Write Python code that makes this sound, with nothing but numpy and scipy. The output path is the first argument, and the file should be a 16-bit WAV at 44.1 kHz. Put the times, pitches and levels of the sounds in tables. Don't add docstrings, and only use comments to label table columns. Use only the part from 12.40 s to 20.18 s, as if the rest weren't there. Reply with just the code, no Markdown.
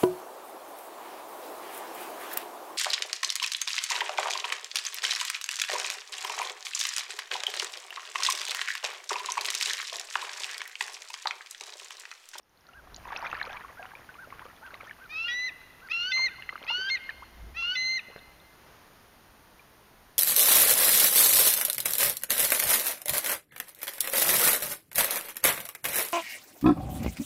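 import sys
import numpy as np
from scipy import signal
from scipy.fft import rfft, irfft, next_fast_len
from scipy.io import wavfile

SR = 44100
rng = np.random.default_rng(int(sys.argv[2]) if len(sys.argv) > 2 else 0)


def volts_from_db(level):
    exponent = np.asarray(level, float) / 20
    return 10 ** exponent


def transcribe(signal):
    frames = np.atleast_2d(signal).T
    limited = np.clip(frames, -1, 1)
    pcm = np.round(limited * 32767).astype(np.int16)
    wavfile.write(sys.argv[1], SR, pcm)


N = 343098

# t/s, level/dB
HULL_WATER = [(0, -87.5), (.28, -59), (.6, -57.5), (.68, -47), (.87, -41.5), (1.14, -44), (1.24, -53.5),
              (1.85, -60), (2.05, -51.5), (2.18, -60.5), (2.35, -52), (2.8, -61), (3.7, -65), (3.8, -50),
              (4.0, -65), (4.15, -54), (4.4, -56.5), (4.8, -64.5), (5.6, -70.5), (5.72, -57.5),
              (5.85, -71.5), (7.78, -83)]


def rms_one(x):
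    return x / np.sqrt(np.mean(x ** 2) + 1e-20)


def in_time(rows):
    s, *columns = np.transpose(rows)
    return [np.interp(np.arange(N) / SR, s, c) for c in columns]


def band(x, low_hz, high_hz, order=2):
    return signal.sosfilt(signal.butter(order, [low_hz, high_hz], "band", fs=SR, output="sos"), x)


def drift(rate_hz):
    r = np.exp(-32 * np.pi * rate_hz / SR)
    noise = rng.standard_normal(N // 16 + 2002)
    slow = signal.lfilter([1], [1, -2 * r, r * r], noise)[2000:]
    return np.interp(np.arange(N) / 16, np.arange(len(slow)), rms_one(slow))


def air():
    # f/Hz, relative level per Hz/dB
    colour_points = np.array([(18, -18.5), (30, -1.5), (258, -6), (311, -6), (518, -7.5), (862, -6),
                              (1890, -10), (2330, -14), (2740, -15), (6460, -21), (7600, -8.5), (9880, -54),
                              (16700, -120)])
    # t/s, level/dB
    rush = [(0, -55.5), (.5, -56), (2.0, -57), (3.3, -57.5), (4.8, -56.5), (6.05, -57.5), (6.3, -54.5),
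            (6.6, -57), (7.78, -58)]
    size = next_fast_len(N)
    hz = np.fft.rfftfreq(size, 1 / SR) + 1
    colour = volts_from_db(np.interp(np.log(hz), np.log(colour_points[:, 0]), colour_points[:, 1]))
    noise = irfft(rfft(rng.standard_normal(size)) * colour, size)[:N]
    return volts_from_db(in_time(rush)[0]) * rms_one(noise)


def wind():
    # centre t/s, half length/s, buffeting level/dB, hull boom level/dB
    gusts = [(0.403, 0.043, -62, -56), (0.573, 0.13, -57, -57.5), (1.105, 0.22, -63, -68),
             (3.935, .15, -75, -68.5), (4.78, 0.11, -78, -62), (5.044, 0.068, -54, -49.5),
             (5.134, 0.11, -71, -51), (5.43, 0.087, -61.5, -70), (5.851, 0.073, -66, -64)]
    buffet_db, boom_db = -70, -79.5
    lumpy_db, lumps_hz = 3, 5
    now = np.arange(N) / SR
    buffet_gain = volts_from_db(buffet_db + lumpy_db * drift(lumps_hz))
    boom_gain = volts_from_db(boom_db + lumpy_db * drift(lumps_hz))
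    for s, half_s, gust_buffet_db, gust_boom_db in gusts:
        swell = np.exp(-((now - s) / half_s) ** 2)
        buffet_gain = buffet_gain + volts_from_db(gust_buffet_db) * swell
        boom_gain = boom_gain + volts_from_db(gust_boom_db) * swell
    buffet = rms_one(band(rng.standard_normal(N), 18, 70, order=1))
    boom_phase = 2 * np.pi * np.cumsum(61.0 + 5.0 * drift(8)) / SR
    boom = np.sin(boom_phase) * volts_from_db(2.5 * drift(15))
    return buffet_gain * buffet + boom_gain * rms_one(boom)


def bubble(hz, t60, rise):
    t = np.arange(round(min(t60, .15, 1 / (abs(rise) + 1)) * SR) + 8) / SR
    ring = np.sin(2 * np.pi * np.cumsum(hz * 2 ** (rise * t)) / SR)
    swell = 1 - np.exp(-t / 0.00031)
    ending = np.clip((t[-1] - t) * 300, 0, 1)
    tick = 0.063 * np.exp(-t / 0.0016) * np.cos(2 * np.pi * 1.774 * hz * t)
    return ring * volts_from_db(-60 * t / t60) * swell * ending + tick


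def wash():
    level_db = in_time(HULL_WATER)[0]
    per_s = 1600 * volts_from_db(.4 * (level_db + 45))
    draws, sizes, out = rng.random((N, 3)), rng.standard_normal(N), np.zeros(N + SR)
    for i in np.flatnonzero(draws[:, 0] < per_s * volts_from_db(4 * drift(20)) / SR):
        hz = np.clip(1700 * 2 ** (.62 * sizes[i]), 450, 6500)
        b = bubble(hz, (8 + 30 * draws[i, 1] ** 3) / hz, 40 * (draws[i, 1] - .3))
        strength_db = -3.5 * np.log(draws[i, 2] + 0.0044) - 0.69 * np.log2(hz / 1000)
        out[i:i + len(b)] += b * volts_from_db(strength_db)
    return volts_from_db(level_db) * rms_one(out[:N] / np.sqrt(per_s))


def sprinkle():
    per_s, level_db = 51, -42.5
    middle_hz, spread_octaves = 2320, 0.81
    draws, sizes, out = rng.random((N, 2)), rng.standard_normal((N, 2)), np.zeros(N + SR)
    stirred_db = in_time(HULL_WATER)[0] + 50
    for i in np.flatnonzero(draws[:, 0] < per_s * volts_from_db(1.3 * stirred_db) / SR):
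        hz = np.clip(middle_hz * 2 ** (spread_octaves * sizes[i, 0]), 400, 6800)
        b = bubble(hz, (12 + 25 * draws[i, 1] ** 2) / hz, 9.4 * sizes[i, 1])
        out[i:i + len(b)] += volts_from_db(level_db + 0.21 * stirred_db[i] + 2.7 * sizes[i, 1]) * b
    return out[:N]


def drops():
    # t/s, peak level/dB, f/Hz, t60/s (at least .004 is used), pitch rise/(octaves per s)
    single_drops = [(.031, -44, 5500, .01, 0), (.094, -47, 6000, .006, 0), (.209, -47, 5500, .005, 0),
                    (.288, -47, 6120, .006, 0), (.174, -45.5, 4160, 0.0088, 20),
                    (.268, -39, 4270, 0.0032, 0), (0.289, -38.5, 1350, 0.048, 6),
                    (.334, -42.5, 2770, .019, 7), (0.545, -32.5, 4000, 0.0056, 0),
                    (.544, -42, 5600, .016, 10), (0.562, -36, 4500, 0.0036, 0),
                    (.563, -25.5, 7050, .005, 0), (.653, -44, 2540, .015, 3),
                    (.676, -36.5, 1040, 0.046, -26), (.705, -32, 1160, 0.046, -2),
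                    (.725, -29, 904, 0.024, 0), (.73, -30.5, 1750, .013, 4), (0.763, -34, 775, .016, 0),
                    (.762, -24.5, 2600, 0.011, 0), (0.763, -36, 3600, .0097, 0), (.793, -45, 5870, .007, 0),
                    (.812, -39, 1202, 0.19, -11), (.912, -46, 6160, .006, 0),
                    (.968, -42.5, 4550, 0.0076, 0), (1.061, -39, 4300, .004, 0), (1.096, -38, 2500, .02, 2),
                    (1.11, -37.5, 1600, .039, -1), (1.129, -49, 6060, .006, 0),
                    (1.195, -44, 1050, .058, -6), (3.474, -47, 4500, .008, 0), (4.245, -40, 4505, .004, -2),
                    (0.778, -35, 1490, .021, -6), (.844, -26, 1320, 0.018, -3),
                    (0.851, -30, 2020, 0.025, 1), (.86, -24, 1400, 0.0063, -11),
                    (0.866, -28.5, 2410, 0.03, 0), (.915, -30.5, 2650, 0.015, -1),
                    (0.929, -19, 1310, 0.0076, 12), (.951, -27, 1750, .017, 0),
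                    (0.967, -36, 1380, 0.024, -4), (.998, -36, 2270, 0.066, -4.5),
                    (1.014, -19, 1770, .013, -12), (1.052, -32, 2420, 0.012, 0),
                    (1.062, -34, 1640, .0087, 0), (1.13, -35.5, 3440, 0.0049, 0),
                    (1.146, -39, 996, 0.091, -2), (1.17, -33.5, 2360, .029, -6),
                    (1.247, -34.5, 1100, 0.035, 2), (1.29, -43, 1185, 0.088, -18.5),
                    (1.395, -39, 778, 0.092, -25), (1.42, -44.5, 740, 0.28, .6),
                    (1.428, -34.5, 2560, 0.0069, 2), (1.455, -30, 1500, 0.0041, -2),
                    (1.517, -36.5, 1590, 0.015, 0), (1.552, -34.5, 2320, 0.021, 9),
                    (1.691, -37, 1500, .039, 0.5), (1.753, -40, 1120, 0.028, 6),
                    (1.873, -42.5, 550, 0.029, 37), (1.904, -40, 2100, 0.014, 2),
                    (1.925, -31.5, 1140, 0.019, -11), (1.994, -30.5, 1500, 0.0051, 2),
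                    (2.017, -42, 864, 0.078, 47), (2.063, -39.5, 1170, 0.022, 9),
                    (2.264, -40.5, 2630, 0.0045, -2), (2.306, -39, 1460, .017, 0),
                    (2.342, -33, 2000, 0.011, 11), (2.342, -41.5, 3740, 0.014, 29),
                    (2.35, -40, 1210, 0.034, -17), (2.405, -37.5, 1284, 0.031, 3),
                    (2.408, -38.5, 2460, .044, -39), (2.474, -41.5, 1735, .086, 8),
                    (2.495, -37, 2230, .019, -4), (2.51, -31.5, 1800, 0.022, -18),
                    (3.487, -34, 1960, 0.01, -10), (3.776, -27.5, 2310, 0.0078, -6),
                    (3.778, -35.5, 1230, .031, -29), (3.792, -33.5, 987, 0.054, 2),
                    (3.984, -45, 997, .069, 17), (4.023, -33.5, 1796, 0.0078, 0),
                    (4.023, -33.5, 2760, 0.016, 10), (4.091, -23, 2000, .024, 5),
                    (4.126, -35.5, 1117, 0.029, 38), (4.156, -27, 1390, 0.014, -6),
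                    (4.178, -38, 2190, 0.015, -13), (4.228, -36, 3130, .0092, 0),
                    (4.238, -34.5, 2290, 0.0093, 4), (4.267, -33, 2500, 0.013, -6),
                    (4.303, -29, 891, .077, 5.5), (4.64, -39, 2950, 0.0034, 0),
                    (4.692, -25, 1846, 0.039, -12), (4.823, -37.5, 916, 0.066, 47),
                    (5.224, -43.5, 1111, 0.072, -3), (5.7, -46, 482, .039, -5), (5.684, -43.5, 393, .01, 0),
                    (5.761, -46, 200, .026, 6), (5.762, -34, 1723, 0.0039, -2),
                    (5.761, -34.5, 580, 0.01, -15), (6.001, -48.5, 3700, .012, -16),
                    (7.194, -46.5, 2385, 0.042, -1)]
    out, spray = np.zeros(N + SR), rng.standard_normal((len(single_drops), 4, 3))
    for (s, db, hz, t60, rise), around in zip(single_drops, spray):
        b, i = bubble(hz, max(t60, .004), rise), round(s * SR)
        out[i:i + len(b)] += volts_from_db(db) * b / np.max(np.abs(b))
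        for late, size, strength in around:
            b = bubble(hz * 2 ** (0.21 + 0.483 * size), 22.7 / hz, 20.0)
            j = i + round(0.0088 * abs(late) * SR)
            out[j:j + len(b)] += volts_from_db(db - 13 + 4.0 * strength) * b
    return out[:N]


def far_bird():
    # t/s at the top, top f/Hz, level/dB
    peeps = [(0.374, 1632, -48), (1.405, 1640, -48.5), (1.818, 1600, -46), (2.256, 1582, -46),
             (2.634, 1580, -50.5), (3.449, 1590, -52), (3.92, 1607, -49.5)]
    out, u = np.zeros(N), np.linspace(-1, 1, round(.076 * SR))
    for s, hz, db in peeps:
        i = round(s * SR) - len(u) // 2
        phase = np.cumsum(hz * (1 - 0.24 * u ** 2)) * 2 * np.pi / SR
        out[i:i + len(u)] += volts_from_db(db) * np.sqrt(2) * (1 - u ** 4) * np.sin(phase)
    return out * volts_from_db(2.5 * drift(40))


def shore(x):
    t60_s, treble_t60_s, level_db = 1.39, 0.85, -23.5
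    t, scatter = np.arange(SR) / SR, rng.standard_normal(SR)
    tail = band(scatter, 1080, 4120) * volts_from_db(-60 * t / t60_s)
    tail += 0.72 * band(scatter, 4040, 4800) * volts_from_db(-60 * t / treble_t60_s)
    tail *= np.clip(t / 0.02, 0, 1)
    return volts_from_db(level_db) * signal.oaconvolve(x, tail / np.sqrt(np.sum(tail ** 2)))[:N]


def throat(hz):
    # f/Hz, level/dB
    points = np.array([(600, -20), (1250, -18), (1400, -12.5), (1600, -2), (2000, -0.5), (2500, -3.5),
                       (2780, 0.5), (2950, -4.5), (3090, -14), (3250, 1), (3900, -9), (4200, -2),
                       (4800, -5), (5500, -8.5), (6200, -12), (7500, -18.5)])
    return volts_from_db(np.interp(np.log(hz), np.log(points[:, 0]), points[:, 1]))


def voice(calls, partials_db):
    hz, effort_db, bright_db = in_time(np.concatenate(calls))
    edges = []
    for c in calls:
        first, last = c[0][0], c[-1][0]
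        edges += [(first - .006, 0), (first, 1), (last, 1), (last + 0.029, 0)]
    phase = 2 * np.pi * np.cumsum(hz * (1 + 0.0013 * drift(60))) / SR
    effort = np.sqrt(2) * volts_from_db(effort_db) * in_time(edges)[0]
    partials = [effort * volts_from_db(db + k * bright_db) * throat((k + 1) * hz) for k, db in enumerate(partials_db)]
    return hz, phase, effort, partials


def low_voice():
    # t/s, pitch f/Hz, effort level/dB, brightness/(dB per partial)
    low_calls = [
        [(2.695, 1180, -51, 0.5), (2.715, 1217, -38, 2), (2.727, 1270, -34, -5), (2.743, 1250, -36.5, 1.5),
         (2.786, 1320, -32, -0.8), (2.829, 1349, -37.5, 2.2), (2.872, 1427, -30.5, -3),
         (2.905, 1398, -35, -10.5), (2.93, 1520, -48.5, 2)],
        [(3.5, 1190, -44, 1.5), (3.518, 1306, -29, 0.5), (3.53, 1394, -31.5, -0.5), (3.542, 1347, -32.5, 2.5),
         (3.575, 1378, -32.5, 1.2), (3.626, 1417, -29, .1), (3.68, 1498, -30.5, 1.9), (3.71, 1549, -31, 1.5),
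         (3.723, 1496, -31.5, -2), (3.735, 1460, -53, -1)],
        [(4.278, 1258, -38.5, 0.5), (4.294, 1364, -31, 1.2), (4.305, 1450, -24.5, -1), (4.318, 1391, -31.5, 0),
         (4.348, 1443, -28, -0.3), (4.39, 1500, -30, 1.3), (4.44, 1541, -31, 0.3), (4.493, 1602, -29, -2.5),
         (4.502, 1500, -36.5, -4), (4.512, 1550, -60, -1)],
        [(5.145, 1198, -50, -5), (5.172, 1335, -32, -1), (5.192, 1367, -32, -2.5), (5.215, 1351, -33, -0.7),
         (5.268, 1416, -30.5, -1.9), (5.31, 1460, -29.5, -0.2), (5.348, 1532, -32, 0), (5.36, 1448, -34, -1),
         (5.372, 1510, -49, -3)],
    ]
    low_partials_db = [-0.6, 0.16, -11.5, -17.5, -23.5]
    half_onset_db = [-15.5, -1.5, -13, -16, -21.5, -21.5]
    half_settled_db = [-36.5, -32.5, -24.5, -26.5, -27.5, -30]
    hoarseness_db = [.1, .1, .1, 2.7]
    # t/s, depth/dB
    catches = [(2.733, 3.5), (3.527, 12.5), (4.305, 21), (5.178, 3)]
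    catch_s, settle_s, catch_hoarse = 0.0029, 0.019, 0.56

    low_hz, low, effort, partials = voice(low_calls, low_partials_db)
    starts, now = np.array([c[0][0] for c in low_calls]), np.arange(N) / SR
    call = np.maximum(np.searchsorted(starts, now) - 1, 0)
    age, hoarse_db = now - starts[call], np.array(hoarseness_db)[call]
    around_catch = sum(np.exp(-((now - s) / settle_s) ** 2) for s, _ in catches)
    unsettled = np.maximum(np.exp(-(age / settle_s) ** 2), catch_hoarse * around_catch)
    caught = volts_from_db(-sum(db * np.exp(-((now - s) / catch_s) ** 2) for s, db in catches))

    out = np.zeros(N)
    for k, height in enumerate(partials):
        out += caught * height * volts_from_db((0.7 + 0.75 * k) * drift(30)) * np.sin((k + 1) * low)
    for k, (onset_db, settled_db) in enumerate(zip(half_onset_db, half_settled_db)):
        line_db = settled_db + hoarse_db + (onset_db - settled_db) * unsettled
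        half = effort * volts_from_db(line_db) * throat((k + 1 / 2) * low_hz)
        half = half * volts_from_db(2.7 * drift(25)) * volts_from_db(3 * drift(120))
        out += half * np.sin((k + 1 / 2) * low)
    rasp = volts_from_db(0.81 * drift(40) + 0.64 * drift(250))
    return out * rasp, low, partials


def high_call(start, hold_end, start_hz, top_hz, db, bright_db, brighten_s, swell_db):
    attack_s, entry_db = .010, -3
    round_s, round_hz = 0.00983, 35
    fall_s, fall_hz, fall_db, knee_share = 0.033, 290, -20.5, .52
    entry_dull_db, knee_dull_db, end_dull_db = 8, 2, 12
    entry = start + attack_s
    bright_hz = np.interp(start + brighten_s, [entry, hold_end], [start_hz, top_hz])
    held_db = db + swell_db
    return [(start, start_hz, db - 52, bright_db),
            (entry, start_hz, db + entry_db, bright_db - entry_dull_db),
            (start + brighten_s, bright_hz, db, bright_db),
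            (hold_end, top_hz, held_db, bright_db),
            (hold_end + round_s, top_hz - round_hz, held_db + 0.5, bright_db - 1.0),
            (hold_end + knee_share * fall_s, top_hz - knee_share * fall_hz, held_db, bright_db - knee_dull_db),
            (hold_end + fall_s, top_hz - fall_hz, db + fall_db, bright_db - end_dull_db)]


def high_voice():
    # start t/s, end of hold t/s, start f/Hz, top f/Hz, level/dB, brightness/(dB per partial),
    # time to brighten/s
    high_calls = [(2.874, 3.069, 1914, 2035, -32, -1, 0.043), (3.71, 3.854, 2055, 2113, -27, -0.1, 0.027),
                  (4.491, 4.54, 2111, 2134, -27, -2.2, .022), (5.346, 5.564, 2033, 2088, -30.5, 1.5, .028)]
    hold_swell_db = [-0.26, -1.2, -0.42, -1.5]
    high_partials_db = [0.16, -0.5, -6]
    calls = [high_call(*row, swell_db) for row, swell_db in zip(high_calls, hold_swell_db)]
    _, high, _, (b1, b2, b3) = voice(calls, high_partials_db)
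    out = b1 * volts_from_db(.7 * drift(15)) * np.sin(high)
    out += b2 * volts_from_db(drift(20)) * np.sin(2 * high)
    out += b3 * volts_from_db(drift(20)) * np.sin(3 * high)
    return out, high, b1


def combination_tones(low, high, a1, b1):
    both = np.sqrt(a1 * b1) * np.clip(a1 / volts_from_db(-40), 0, 1)
    out = both * (volts_from_db(5.0) * np.sin(low + high) + volts_from_db(1.5) * np.sin(2 * high - low))
    return out + both * (volts_from_db(-12) * np.sin(2 * low + high) + volts_from_db(-12) * np.sin(low + 2 * high))


def squeaks():
    # t/s, start f/Hz, level/dB
    closing_catches = [(3.09, 2720, -33), (3.881, 2660, -31.5), (4.569, 2665, -32.5), (5.59, 2740, -28.5)]
    out, t = np.zeros(N), np.arange(SR // 30) / SR
    shape = (1 - np.exp(-t / .0015)) * np.exp(-(t / .009) ** 2)
    for s, hz, db in closing_catches:
        fall = np.cumsum(hz * (1 - 13.0 * t)) * 2 * np.pi / SR
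        tone = np.sin(fall) + 0.3 * np.sin(fall * 3 / 2) + .1 * np.sin(fall / 2)
        i = round(s * SR)
        out[i:i + len(t)] += volts_from_db(db) * shape * tone
    return out


def eagle():
    low_sound, low, partials = low_voice()
    high_sound, high, b1 = high_voice()
    a1, a2 = partials[:2]
    breath = rms_one(band(rng.standard_normal(N), 2200, 5600))
    breath = breath * (volts_from_db(-30) * a2 + volts_from_db(-36) * b1)
    return low_sound + high_sound + combination_tones(low, high, a1, b1) + squeaks() + breath


def scene():
    birds = eagle() + far_bird()
    return (birds + shore(birds) + drops() + sprinkle() + wash() + air() + wind())[None]


def top_cut(x):
    return signal.sosfilt(signal.butter(12, 15750, fs=SR, output="sos"), x)


def record(dry):
    # t/s, level/dB
    fade_in = [(0, -17), (.2, -7), (.45, -3.5), (.6, 0.5)]
    heard = signal.sosfilt(signal.cheby2(10, 45, 7700, fs=SR, output="sos"), dry)
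    hiss = volts_from_db(-68) * rms_one(band(rng.standard_normal(N), 8740, 15130, order=6))
    mix = (heard + hiss) * volts_from_db(in_time(fade_in)[0])
    return top_cut(mix)


dry = scene()
out = record(dry)
transcribe(out)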